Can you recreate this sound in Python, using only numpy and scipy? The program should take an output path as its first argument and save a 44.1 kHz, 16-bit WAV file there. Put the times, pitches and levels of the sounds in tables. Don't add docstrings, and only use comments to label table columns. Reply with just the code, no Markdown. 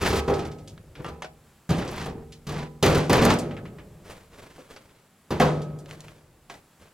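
import sys
import numpy as np
from scipy import signal
from scipy.fft import rfft, irfft, next_fast_len
from scipy.io import wavfile

SR = 44100
rng = np.random.default_rng(int(sys.argv[2]) if len(sys.argv) > 2 else 0)


def put_to_file(sound):
    columns = np.atleast_2d(sound).T
    safe = np.clip(columns, -1, 1)
    whole_steps = np.round(safe * 32767)
    wavfile.write(sys.argv[1], SR, whole_steps.astype(np.int16))


N = 305613

# frequency in Hz, spectral density in dB.
AIR_SPECTRUM = [(25, -17), (70, -1.5), (160, 2.5), (500, -7), (1000, -8), (2000, -13), (4500, -19),
                (6300, -21), (7800, -17), (9200, -23.5), (12000, -22), (15500, -26)]
GRIT_SPECTRUM = [(40, 6), (160, 8), (300, 4.5), (480, 7), (750, -2), (1100, -5.5), (2400, -15),
                 (5000, -25.5), (9000, -34), (15000, -46)]
SLAB_SPECTRUM = [(50, 6), (150, 11.5), (280, 6), (450, 5.5), (1000, 2), (2200, -2.5), (5000, -11),
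                 (9000, -23), (15000, -34)]
# moment of hardest pressure in seconds, length in seconds, level in dB.
SCUFFS = [(4.099, 0.27, -43.5), (4.4, 0.43, -46.5), (4.587, 0.18, -51.5), (4.712, 0.11, -45),
          (4.844, 0.42, -55.5), (5.901, 0.11, -43), (6.025, 0.39, -51.5), (6.52, .12, -45.5),
          (6.825, .15, -52.5)]
# start in seconds, level in dB, centre in Hz.
BOARD_RATTLES = [(.676, -44.5, 4306), (.954, -46.5, 2110), (1.877, -41.5, 4070), (2.322, -45, 3690),
                 (3.387, -35, 5570), (5.617, -48, 4400), (5.788, -52.5, 5740)]
STONE_CHIPS = [(.778, -53, 1720), (2.861, -38, 9800), (2.955, -49, 9060), (3.131, -32, 8050),
               (3.252, -27, 7220), (5.859, -50, 2530), (5.911, -44.5, 2290), (6.006, -49, 4800),
               (6.083, -49, 1960)]
# start, end and first gap in seconds, growth factor
# of the gap, first level in dB, fall in dB per second, centre in Hz.
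ROCKING = [(0.339, .62, .053, 1.1, -37, 70, 3500), (3.509, 3.85, .058, 1.5, -40.5, 18, 1552)]
# moment of hardest pressure in seconds, length in seconds,
# level in dB, treble tilt in dB per octave.
SLIDES = [(.055, 0.15, -22, 1.5), (.165, 0.08, -27, 4), (.39, 0.27, -35.5, -2), (1, 0.14, -40, -4),
          (1.075, 0.071, -36, -0.5), (1.829, 0.31, -34, -1), (1.988, .26, -33.5, 1),
          (2.097, 0.28, -36, -7.5), (2.559, .22, -32, -1), (2.924, .27, -22, -2.5), (3.18, .2, -18.5, -1),
          (3.305, .11, -20, -.5)]
# start in seconds, level in dB, pitch factor
# from the slab's size, treble tilt in dB per octave.
CLACKS = [(1.045, -29, 1.86, -3), (1.221, -30.5, 1.16, 1.5), (1.245, -35, 0.98, 0.5),
          (2.062, -31.5, 1.2, -4.5), (2.866, -19, 0.84, -2), (3.131, -15, 1.16, 2), (3.303, -19.5, 1.2, 2),
          (4.582, -44, 0.79, -9.5), (4.763, -41, 0.83, 2.5), (5.402, -12, 1.1, -4.5),
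          (6.498, -34.5, 1.08, 1.5), (6.540, -44.5, 1.3, 2.5)]
# frequency in Hz, level in dB, t60 in seconds.
SLAB_MODES = [(342, -12, 0.15), (643, -1, 0.23), (724, -5, 0.22), (1000, -2, 0.057), (1150, -63, 0.018),
              (1512, -3.5, 0.091), (1800, -7, 0.095), (2330, -18, 0.045), (2850, -11.5, 0.086),
              (3660, -13, 0.038), (5530, -10, .06), (6950, -13, 0.017)]
PANEL_MODES = [(72.4, -1, 1), (94.9, -1, 0.25), (115.5, -18, 0.23), (150.95, -5, 1.57), (167.5, -3.5, 0.84),
               (201.2, -1, 0.28), (235.6, -7.5, 1.26), (293, -17.5, 1.2), (335.7, -9, 0.89),
               (380.4, -8, 0.64), (405, -4.5, 0.69), (454.5, -4.5, 0.87), (501.6, -4, 0.6),
               (532, -9.5, 0.82), (646, -13.5, 0.35), (775, -16, 1.14), (801, -7, 0.84), (951, -14.5, 0.66),
               (995, -7.5, 0.63), (1168, 4, 0.085), (1277, -12, 1.1), (2020, -7.5, .3), (2544, -6, 0.23),
               (2660, 0, 0.068), (3500, -58, 0.14)]
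# frequency in Hz, band level in dB, first t60 in seconds,
# relative level of the lingering tail in dB, its t60 in seconds.
PANEL_CROWD = [(34.8, -21.5, 0.065, -11.5, 6.6), (76.6, 1.5, 0.32, -19.5, 2.56),
               (161, -5, 0.15, -12.5, 1.94), (260, -6.5, 0.35, -8.5, 1.24), (458, -8, 0.64, -15, 2.1),
               (970, -4.5, 0.34, -31.5, 1.85), (2200, -6.5, 0.27, -14.5, 0.7), (5300, 0, 0.073, -11, 0.43),
               (8600, -3.5, 0.032, -13.5, 0.42), (15500, -19, 0.19, -11, 0.19)]
# start in seconds, frequency driven hardest in Hz,
# its boost in dB, drum mode boost in dB, share of the free t60, then rumble, boom and crack in dB
LOADS = [(0, 401, 12.3, -3, 0.78, 0, -3, -6.5), (.26, 397, 9.3, -3.5, 0.56, -8.5, -3.5, -19.5),
         (1, 75.6, 2.3, 1, 1, 3.5, 0.5, -11), (1.6, 167.7, 9.2, 0, 0.27, -0.5, 7, -7),
         (2.4, 160, 4, 3, 0.58, 3.5, 7.5, 0), (2.8, 383, 6, 3.5, 0.47, -7.5, 2, -3),
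         (3.05, 237.4, 5.4, -2.5, 0.42, -11, 2, -9.5), (5.3, 347, 10.8, -1, 0.41, -7.5, 6, -9.5),
         (5.39, 545, 4.6, 3.5, 0.77, -15, -2.5, -11)]
# time in seconds, clang level in dB.
BLOWS = [(0.016, -28.5), (.047, -32), (.102, -28.5), (.13, -26.5), (.28, -21.5), (.3, -23), (1.085, -43),
         (1.694, -29), (1.706, -27.5), (1.783, -33), (2.47, -41), (2.491, -40.5), (2.829, -17),
         (2.861, -21.5), (2.949, -26), (3.098, -16), (3.128, -20), (3.22, -18), (3.251, -17),
         (3.304, -26.5), (5.308, -27), (5.401, -16.5), (5.414, -20.5)]

TONE_HZ = [75, 160, 800, 4500]
BANDS_HZ = 32 * 2 ** (np.arange(19) / 2)
DRUM_HZ, WHOLE_FLOOR_HZ = 157, 180


def undb(db):
    return 10 ** (np.asarray(db) / 20)


def unit(x):
    return x / np.sqrt(np.mean(x ** 2, axis=-1, keepdims=True))


def at(hz, points, values):
    return np.interp(np.log(np.maximum(hz, 1)), np.log(points), values)


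def fade(t, t60):
    return np.exp(-np.log(1000) * t / np.maximum(t60, 1e-3))


def band(x, lo, hi, order=2):
    sos = signal.butter(order, [lo, min(hi, SR / 2 - 1000)], "band", fs=SR, output="sos")
    return signal.sosfilt(sos, x)


def colour(x, spectrum, tilt_db=0):
    size = next_fast_len(len(x))
    hz = np.maximum(np.arange(size // 2 + 1) * SR / size, 1)
    db = at(hz, *np.transpose(spectrum)) + tilt_db * np.log2(np.maximum(hz, 500))
    return irfft(rfft(x, size) * undb(db), size)[:len(x)]


def grains(count, per_s, spread_db):
    impulses = (rng.random(count) < per_s / SR) * rng.choice([-1, 1], count)
    return impulses * undb(spread_db * np.minimum(rng.exponential(size=count), 4))


def add(track, s, sound):
    start = max(int(s * SR), 0)
    track[start:start + len(sound)] += sound[:N - start]


def air(air_db=-60.5, sway_db=1, side_db=-9, whine_db=-79):
    sway = undb(sway_db * np.interp(np.arange(N) / SR, np.arange(30) / 4, rng.standard_normal(30)))
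    mid = unit(colour(rng.standard_normal(N), AIR_SPECTRUM)) * sway
    side = undb(side_db) * unit(colour(rng.standard_normal(N), AIR_SPECTRUM, tilt_db=5.0))
    whine = unit(band(rng.standard_normal(N), 9940, 10060))
    return undb(air_db) * np.array([mid + side, mid - side]) + undb(whine_db) * whine


def yard(x, echo_db=-13.0, t60=0.2, port_lag_us=30.6, max_lag_rad=0.95):
    t = np.arange(SR // 3) / SR
    scatter = colour(rng.standard_normal(len(t)), [(60, -16), (250, 3), (1000, 12), (6000, 9)])
    scatter = scatter * fade(t, t60) * (t > .004)
    side = undb(echo_db) * signal.fftconvolve(x, scatter / np.linalg.norm(scatter))[:N]
    size = next_fast_len(N)
    hz = np.arange(size // 2 + 1) * SR / size
    lag = np.minimum(2 * np.pi * hz * port_lag_us / 1e6, max_lag_rad)
    left = irfft(rfft(x, size) * np.exp(-1j * lag), size)[:N]
    return np.array([left + side, x - side])


def rub(strokes, rise_share, spectrum, per_s, spread_db, jerk_db, jerk_hz):
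    out = np.zeros(N)
    for hardest, length_s, db, tilt_db in strokes:
        t = np.arange(0, length_s, 1 / SR)
        pressure = np.interp(t / length_s, [0, rise_share, 1], [0, 1, 0])
        jerks = np.interp(t * jerk_hz, np.arange(200), rng.standard_normal(200))
        contacts = grains(len(t), per_s, spread_db) * undb(jerk_db * jerks)
        friction = unit(colour(contacts, spectrum, tilt_db))
        add(out, hardest - rise_share * length_s, undb(db) * pressure * friction)
    return out


def shoes(tilt_db=4.2):
    steps = [(*step, tilt_db) for step in SCUFFS]
    return rub(steps, rise_share=.26, spectrum=GRIT_SPECTRUM,
               per_s=3000, spread_db=0.5, jerk_db=3.5, jerk_hz=72.4)


def ticks(events, t60, click_db, click_t60=0.005, width=1.68):
    out, t = np.zeros(N), np.arange(SR // 4) / SR
    envelope = fade(t, t60) + undb(click_db) * fade(t, click_t60) / 2
    for s, db, hz in events:
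        buzz = unit(grains(len(t), per_s=15000, spread_db=3.5))
        add(out, s, undb(db) * unit(band(buzz, hz / width, hz * width)) * envelope)
    return out


def side_boards():
    runs = []
    for start, end, gap_s, growth, db, fall_db, hz in ROCKING:
        delays = np.cumsum([0, *(gap_s * growth ** np.arange(10))])
        runs += [(start + delay, db - fall_db * delay, hz) for delay in delays if start + delay < end]
    return ticks(BOARD_RATTLES + runs, t60=0.14, click_db=-0.5)


def stone_chips():
    return ticks(STONE_CHIPS, t60=0.059, click_db=18)


def crushed_grit(per_s=36, relative_db=-15.5, spread_db=2.5, centre_hz=4760):
    cracks = []
    for hardest, length_s, db, tilt_db in SLIDES:
        for when, size, octaves in rng.uniform(-0.91, 1, (16, 3))[:int(per_s * length_s)]:
            crack_db = db + relative_db + spread_db * size + 2 * min(tilt_db, 0)
            cracks.append((hardest + when * length_s / 3, crack_db, centre_hz * 2 ** octaves))
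    return ticks(cracks, t60=0.057, click_db=-2.5)


def slides(ring_db=-7):
    scrape = rub(SLIDES, rise_share=.39, spectrum=SLAB_SPECTRUM,
                 per_s=4000, spread_db=1.0, jerk_db=3.0, jerk_hz=112.5)
    t = np.arange(SR // 2) / SR
    drive = band(scrape, 174, 5950, order=1)
    panel = sum(undb(db) * np.sin(2 * np.pi * hz * t) * fade(t, t60) for hz, db, t60 in PANEL_MODES)
    return scrape + undb(ring_db) * scrape.std() * unit(signal.fftconvolve(drive, panel)[:N])


def clacks(crunch_db=-3, crunch_t60=0.11, ring_db=-6):
    out, t = np.zeros(N), np.arange(SR // 3) / SR
    hz, mode_db, t60 = np.transpose(SLAB_MODES)[:, :, None]
    for s, db, pitch, tilt_db in CLACKS:
        gains = undb(mode_db + tilt_db * np.log2(hz / 1000)) * rng.choice([-1, 1], hz.shape)
        ring = np.sum(gains * np.sin(2 * np.pi * pitch * hz * t) * fade(t, t60), axis=0)
        grit = band(grains(len(t), per_s=9200, spread_db=-0.5), 265, 10400)
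        crunch = unit(colour(grit, SLAB_SPECTRUM, tilt_db)) * fade(t, crunch_t60)
        add(out, s, undb(db) * (undb(ring_db) * ring + undb(crunch_db) * crunch))
    return out


def panel_modes(t, t60_share, swell_cycles):
    hz, _, t60 = np.transpose(PANEL_MODES)[:, :, None]
    return np.sin(2 * np.pi * hz * t) * (1 - np.exp(-hz * t / swell_cycles)) * fade(t, t60_share * t60)


def chatter(ring, t60=0.48, share=0.34):
    t = np.arange(SR // 3) / SR
    contacts = grains(len(t), per_s=500, spread_db=5.0) * fade(t, t60) * (t > .002)
    contacts *= share / (np.linalg.norm(contacts) + 1e-9)
    return ring + signal.fftconvolve(band(ring, 770, 14400), contacts)[:len(ring)]


def blows(panel_db=-3, scatter_db=-1.2, snap_db=1, snap_t60=0.019,
          ring_s=1.3, swell_cycles=0.29, contact_s=.003, spot_width=0.12):
    t = np.arange(int(ring_s * SR)) / SR
    points, *columns = np.transpose(PANEL_CROWD)
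    crowd_db, first_t60, linger_db, linger_t60 = (at(BANDS_HZ, points, c)[:, None] for c in columns)
    swell = 1 - np.exp(-t * BANDS_HZ[:, None] / swell_cycles)
    envelopes = (fade(t, first_t60) + undb(linger_db) * fade(t, linger_t60)) * swell
    edge = 2 ** (1 / 4)
    noise = np.array([band(rng.standard_normal(2 * len(t)), hz / edge, hz * edge, order=3)
                      for hz in BANDS_HZ])
    mode_hz, mode_db, _ = np.transpose(PANEL_MODES)
    near = lambda hz: np.exp(-(np.log(mode_hz / hz) / spot_width) ** 2)
    snap = undb(snap_db) * unit(band(rng.standard_normal(len(t)), 900, 5500, order=1)) * fade(t, snap_t60)
    attack = 1 - np.exp(-t / contact_s)
    out = np.zeros(N)
    for s, db in BLOWS:
        load = [row for row in LOADS if row[0] <= s][-1]
        _, spot_hz, spot_db, drum_db, t60_share, rumble_db, boom_db, crack_db = load
        tone_db = [db + rumble_db, db + boom_db, db, db + crack_db]
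        offset = rng.integers(len(t))
        bands = noise[:, offset:offset + len(t)] * envelopes
        band_gains = undb(panel_db + crowd_db[:, 0] + at(BANDS_HZ, TONE_HZ, tone_db))
        band_gains *= np.linalg.norm(envelopes, axis=1) / np.linalg.norm(bands, axis=1)
        crowd = band_gains @ bands
        drive_db = at(mode_hz, TONE_HZ, tone_db) + spot_db * near(spot_hz) + drum_db * near(DRUM_HZ)
        signs = np.where(mode_hz < WHOLE_FLOOR_HZ, -1, rng.choice([-1, 1], len(mode_hz)))
        mode_gains = undb(panel_db + mode_db + drive_db + scatter_db * rng.standard_normal(len(mode_hz)))
        modes = (signs * mode_gains) @ panel_modes(t, t60_share, swell_cycles)
        ring = (crowd + modes + undb(db + crack_db) * snap) * attack
        add(out, s - contact_s, chatter(ring))
    return out


def scene():
    steps = shoes()
    boards = side_boards()
    trailer = blows() + clacks() + boards + slides() + stone_chips()
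    return air() + yard(trailer + steps + crushed_grit())


def record(dry, ceiling=0.42, top_hz=15850):
    rounded = ceiling * np.tanh(dry / ceiling)
    return signal.sosfilt(signal.ellip(8, .2, 70, top_hz, fs=SR, output="sos"), rounded)


dry = scene()
out = record(dry)
put_to_file(out)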